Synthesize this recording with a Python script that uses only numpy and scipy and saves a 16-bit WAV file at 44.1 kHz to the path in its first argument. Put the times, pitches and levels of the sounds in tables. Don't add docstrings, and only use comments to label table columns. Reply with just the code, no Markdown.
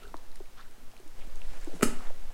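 import sys
import numpy as np
from scipy import signal
from scipy.fft import rfft, irfft
from scipy.io import wavfile
from scipy.ndimage import uniform_filter1d

SR = 44100
rng = np.random.default_rng(int(sys.argv[2]) if len(sys.argv) > 2 else 0)


def how_loud(loudness_db):
    steps = np.asarray(loudness_db, float) / 20
    return 10 ** steps


def log_audio(samples):
    frames = np.atleast_2d(samples).T
    limited = np.clip(frames, -1, 1)
    pcm = np.round(limited * 32767).astype(np.int16)
    wavfile.write(sys.argv[1], SR, pcm)


N = 102885

# start_s, level_db, brightness_db
CRACKS = [
    (1.8098, -23.5, -12),
    (1.8233, -14, -18),
    (1.8279, -8, -9),
    (1.8302, -7.5, -1.5),
    (1.834, -19, -4),
]
# start_s, level_db, decay_s
TEARS = [
    (1.8098, -41.5, .002),
    (1.8235, -28, .004),
    (1.8278, -12.5, 0.00093),
    (1.8290, -9, 0.0014),
    (1.8312, -17.5, 0.0019),
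    (1.8335, -16, 0.00082),
    (1.8350, -14.5, 0.0012),
    (1.8377, -22, .003),
    (1.842, -28, .004),
]
# pitch_hz, level_db, t60_s
JAW_MODES = [(399, -2, 0.036), (618, -3.5, 0.032), (851, -13, 0.026), (1287, 1.5, 0.011),
             (1419, -5.5, 0.02), (1977, -6, 0.023), (2380, -1.5, 0.012), (2807, -6, 0.014),
             (3400, -5.5, 0.0035)]
# pitch_hz, level_db, t60_s
SPLINTER_MODES = [(3620, -8.5, 0.00087), (5360, -10.5, 0.0021), (6950, -6.5, 0.0018), (7940, -2, 0.0023),
                  (9130, -2.5, 0.0019), (10520, -5, 0.0012), (13000, -10.5, 0.0011), (15400, -14, 0.0013)]
# start_s, level_db, pitch_hz, t60_s, hold_s
CHOMPS = [
    (1.8236, -20, 450, 0.0051, 0.00063),
    (1.8296, -10.5, 233.6, 0.042, 0.00046),
    (1.8555, -25.5, 251.5, 0.037, .009),
    (1.873, -31, 274, 0.034, 0.0018),
    (1.886, -29, 242, 0.046, .003),
]
# start_s, level_db, pitch_hz, t60_s, hold_s
KNOCKS = [(.020, -46, 396, .03, .001), (.043, -46, 397, 0.086, .001), (.070, -47.5, 397, 0.069, 0.0011),
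          (.1418, -26, 893, 0.012, .0005), (.1425, -28.5, 575, 0.01, 0.00038),
          (.1435, -35.5, 300, 0.045, 0.00085), (.4032, -38.5, 680, 0.0089, .0005),
          (.4038, -39, 372, 0.021, 0.0084), (.780, -48, 216, 0.036, .001), (.825, -50, 246, 0.1, .001),
          (.935, -48.5, 620, 0.036, .001), (.999, -45, 370, 0.056, 0.0023), (1.03, -54, 294, .03, .001),
          (1.058, -48.5, 305, 0.095, .001), (1.272, -43, 194, 0.031, 0.0027),
          (1.535, -46, 730, 0.02, 0.0009), (1.6728, -33.5, 680, 0.0085, 0.0006),
          (1.6732, -32.5, 317, 0.025, 0.0081), (1.694, -36.5, 460, 0.018, .001),
          (1.718, -44, 550, .012, .001), (1.731, -38, 450, 0.016, .001), (1.739, -31.5, 276, 0.026, .001),
          (1.748, -37, 176, 0.13, .001), (1.764, -39.5, 615, 0.013, .001),
          (2.0068, -32.5, 1000, 0.008, .0005), (1.796, -40, 440, .02, .002),
          (1.99, -42.5, 231, 0.044, 0.0034), (2.072, -45, 400, 0.023, 0.0019),
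          (2.098, -45, 840, .015, .001), (.3565, -46.5, 1750, .012, 0.00075),
          (.456, -50, 2070, 0.013, .001), (2.303, -49, 690, 0.044, .001), (2.105, -36, 523, 0.028, .001)]
# start_s, level_db, pitch_hz, snap_db
TICKS = [(0.034, -41, 2840, -5), (0.0784, -42, 3760, -7), (0.143, -49, 3600, -8), (0.1678, -40, 4100, -5),
         (.175, -47, 4280, -3), (0.3166, -40.5, 4120, -12), (0.3572, -44.5, 7500, 5.5),
         (0.372, -46.5, 2980, -8), (0.401, -48, 3920, -17), (0.611, -43, 3650, -13), (.711, -42, 8500, -11),
         (0.9158, -47.5, 2870, -4), (0.9664, -41, 2500, -10), (.977, -43.5, 4170, -12),
         (1.0005, -42, 9000, -6), (1.0777, -46.5, 9000, -3), (1.272, -40, 13000, -14),
         (1.357, -49, 6000, 7), (1.4178, -34, 2700, -27.5), (1.6125, -36, 7700, -14),
         (1.646, -36, 7960, -7), (2.071, -40, 3660, -19)]
# start_s, length_s, level_db, centre_hz, sharpness (Q, no unit)
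SCUFFS = [(.0, 0.11, -58.5, 1390, 6.1), (0, 0.058, -62.5, 2330, 0.81), (.558, 0.038, -60.5, 1000, 1.3),
          (.572, 0.049, -53, 1250, 1.8), (.58, 0.043, -57, 1520, 2.5), (.64, 0.028, -62, 1500, 2),
          (0.56, 0.08, -58.5, 2200, 0.48), (1.2, 0.039, -61, 2600, 1.2), (1.512, 0.091, -67, 1700, 0.7),
          (1.998, 0.11, -59, 910, 0.38), (0.055, 0.033, -58, 250, 1.2), (1.74, 0.053, -64, 7300, 0.79),
          (1.6, 0.063, -66, 1830, 1.2)]
# time_s, level_db
NECK_EFFORT = [(0, -62), (.3, -67), (1.05, -68), (1.2, -59), (1.38, -60.5), (1.5, -58.5), (1.56, -57),
               (1.8, -57), (2.05, -55.5), (2.15, -59), (2.33, -59)]
# frequency_hz, density_db (dB per Hz)
CLOTH_COLOUR = [(88, -20), (150, -6.5), (495, 4), (1110, -2.5), (1300, -4), (1670, -3), (2920, -7),
                (8100, -13), (15000, -25.5)]
# time_s, sway_db, shake_db
HAND_SWAY = [(0.0, -56, -65), (0.04, -40, -46), (0.35, -28.5, -52), (0.52, -41, -51), (0.84, -34, -57),
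             (0.95, -40, -56), (1.31, -26, -37.5), (1.52, -23, -42), (1.54, -32, -60), (1.63, -17, -58),
             (1.67, -25.5, -55), (1.851, -32, -53), (1.89, -16.5, -56), (1.93, -24.5, -61),
             (2.111, -21, -62), (2.21, -26, -40), (2.29, -27, -41), (2.33, -46, -47)]
# frequency_hz, t60_s, level_db
AISLE_DECAY = [(190, 0.42, -23), (298, 0.38, -24), (450, 0.45, -29), (680, 0.39, -20.5), (900, 0.49, -19.5),
               (1420, .42, -25.5), (1700, 0.36, -22), (2480, 0.4, -22), (3380, 0.41, -20),
               (4560, 0.36, -18.5), (6300, 0.32, -20.5), (8100, 0.32, -19), (11100, 0.24, -17.5),
               (14000, 0.21, -25)]
# frequency_hz, density_db (dB per Hz)
HUSH_COLOUR = [(53, -9), (90, -1), (151, -2), (266, -4), (1680, -12), (1870, -14), (2230, -14.5),
               (15000, -23), (16000, -24.5)]

PUSH_S = 0.00034
FIBRES_PER_S, FIBRE_DB = 15000, -10.5
GLIDE, GLIDE_S = 0.31, 0.002
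TICK_CYCLES, TICK_DB = 21, -0.5
CLOTH_DB, CLOTH_GRAIN_DB, CLOTH_GAIN = -52.5, 1.5, 1.3
SWAY_HZ, SHAKE_HZ, OFFSET = 12.35, 29, -0.00074
AISLE_DELAY_S = 0.0046
HUSH_DB = -58.5
RADIATE_HZ = 150
TOP_HZ = 15850


def unit(x):
    return x / np.sqrt(np.mean(x ** 2))


def band(x, hz, q):
    edges = np.clip([hz / (1 + .5 / q), hz * (1 + .5 / q)], 1, .45 * SR)
    return signal.sosfilt(signal.butter(2, edges, "bandpass", fs=SR, output="sos"), x)


def colour(x, table):
    hz, db = np.array(table).T
    f = np.fft.rfftfreq(len(x), 1 / SR) + 1
    return irfft(rfft(x) * how_loud(np.interp(np.log(f), np.log(hz), db)), len(x))


def smooth_twice(x, first, second):
    return uniform_filter1d(uniform_filter1d(x, first), second)


def walk(rate):
    k = int(SR / rate)
    steps = np.repeat(rng.standard_normal(N // k + 1), k)
    return unit(smooth_twice(steps, k, k)[:N])


def decay(t, t60):
    return np.exp(-np.log(1000) * t / t60)


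def ring(hz, t60, rise_s=0.0006, glide=0., hold_s=0.):
    t = np.arange(8192) / SR
    turns = hz * (t + glide * GLIDE_S * (1 - np.exp(-t / GLIDE_S)))
    push = 1 - np.exp(-t / rise_s)
    return np.sin(2 * np.pi * turns) * decay(np.maximum(t - hold_s, 0), t60) * push


def add(out, s, x):
    i = int(s * SR)
    out[i:i + len(x)] += x[:len(out) - i]


def crack_jaw(out):
    detunes = rng.random((len(CRACKS), len(JAW_MODES)))
    for (s, db, bright_db), detune in zip(CRACKS, detunes):
        rise_s = PUSH_S * how_loud(-.8 * bright_db)
        for (hz, mode_db, t60), d in zip(JAW_MODES, detune):
            mode = ring(hz * (1 + 0.022 * (d - .5)), t60, rise_s)
            add(out, s, how_loud(db) * .5 * how_loud(mode_db) * mode)


def tear_fibres(out):
    t = np.arange(2048) / SR
    splinter = sum(how_loud(g) * ring(hz, t60, rise_s=.00005) for hz, g, t60 in SPLINTER_MODES)[:2048]
    draws = rng.random((len(TEARS), 3, 2048))
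    for (s, db, decay_s), (hit, size, sign) in zip(TEARS, draws):
        breaks = (hit < FIBRES_PER_S / SR) * -np.log(size + 1e-9) * np.sign(sign - .5)
        spray = breaks * np.exp(-t / decay_s)
        add(out, s, how_loud(db + FIBRE_DB) * signal.fftconvolve(spray, splinter))


def snap():
    out = np.zeros(N)
    crack_jaw(out)
    tear_fibres(out)
    return out


def knocks(table, glide):
    out = np.zeros(N)
    for s, db, hz, t60, hold_s in table:
        body = ring(hz, t60, 0.00074, glide, hold_s)
        second = 0.32 * ring(1.88 * hz, 0.54 * t60, 0.00063, glide)
        third = 0.059 * ring(2.8 * hz, 0.37 * t60, 0.0004)
        add(out, s, how_loud(db) * (body + second + third))
    return out


def ticks():
    out = np.zeros(N)
    fade = np.exp(-np.arange(256) / SR / 0.0018)
    for (s, db, hz, snap_db), noise in zip(TICKS, rng.standard_normal((len(TICKS), 256))):
        t60 = TICK_CYCLES / hz
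        pair = ring(hz, t60, rise_s=0.00021)
        pair = pair + 0.38 * ring(min(1.136 * hz, .4 * SR), t60, rise_s=0.00026)
        add(out, s, how_loud(db + TICK_DB) * pair)
        add(out, s, how_loud(db + TICK_DB + snap_db) * band(noise * fade, 6250, 0.86))
    return out


def grains(spread_db):
    return rng.standard_normal(N) * how_loud(spread_db * walk(700))


def cloth(t):
    s, db = np.array(NECK_EFFORT).T
    effort = CLOTH_GAIN * (np.interp(t, s, db) - db.max())
    rough = grains(CLOTH_GRAIN_DB)
    out = unit(colour(rough, CLOTH_COLOUR)) * how_loud(CLOTH_DB + effort + .8 * walk(14))
    for s, length, db, hz, q in SCUFFS:
        stroke = np.sin(np.pi * np.clip((t - s) / length, 0, 1))
        out = out + how_loud(db + 2.9 * walk(150)) * stroke * unit(band(rough, hz, q))
    return out


def sway(t):
    s, slow_db, shake_db = np.array(HAND_SWAY).T
    slow = colour(rng.standard_normal(N), [(1.5, -20), (3, 0), (SWAY_HZ, -5), (22, -35), (50, -90)])
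    slow = slow / np.sqrt(smooth_twice(slow ** 2, 5000, 3000))
    shake = band(rng.standard_normal(N), SHAKE_HZ, 0.78)
    shake = unit(band(shake, SHAKE_HZ, 0.78))
    slow = slow * how_loud(np.interp(t, s, slow_db))
    return slow + shake * how_loud(np.interp(t, s, shake_db) - 6) + OFFSET


def aisle(x):
    t = np.arange(22050) / SR
    tail = np.zeros(len(t))
    for hz, t60, db in AISLE_DECAY:
        onset = np.clip((t - AISLE_DELAY_S - 3.74 / hz) / 0.0019, 0, 1)
        tail += how_loud(db) * band(rng.standard_normal(len(t)), hz, 1.53) * decay(t, t60) * onset
    return signal.fftconvolve(x, 0.14 * tail)[:N]


def hush():
    noise = unit(colour(rng.standard_normal(N), HUSH_COLOUR))
    low = signal.sosfilt(signal.butter(2, 900, fs=SR, output="sos"), noise)
    return how_loud(HUSH_DB) * (noise + low * (how_loud(1.8 * walk(20)) - 1))


def scene():
    t = np.arange(N) / SR
    thin = signal.butter(2, RADIATE_HZ, "highpass", fs=SR, output="sos")
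    bite = signal.sosfilt(thin, snap() + knocks(CHOMPS, 0.))
    small = signal.sosfilt(thin, knocks(KNOCKS, GLIDE) + ticks())
    echo = aisle(bite + 0.5 * small)
    return (bite + small + echo + cloth(t) + sway(t) + hush())[None]


def band_limit(x):
    return signal.sosfilt(signal.butter(12, 16440, fs=SR, output="sos"), x)


def record(dry):
    low_pass = signal.ellip(10, .2, 45, TOP_HZ, fs=SR, output="sos")
    mix = signal.sosfilt(low_pass, dry)
    return band_limit(mix)


dry = scene()
out = record(dry)
log_audio(out)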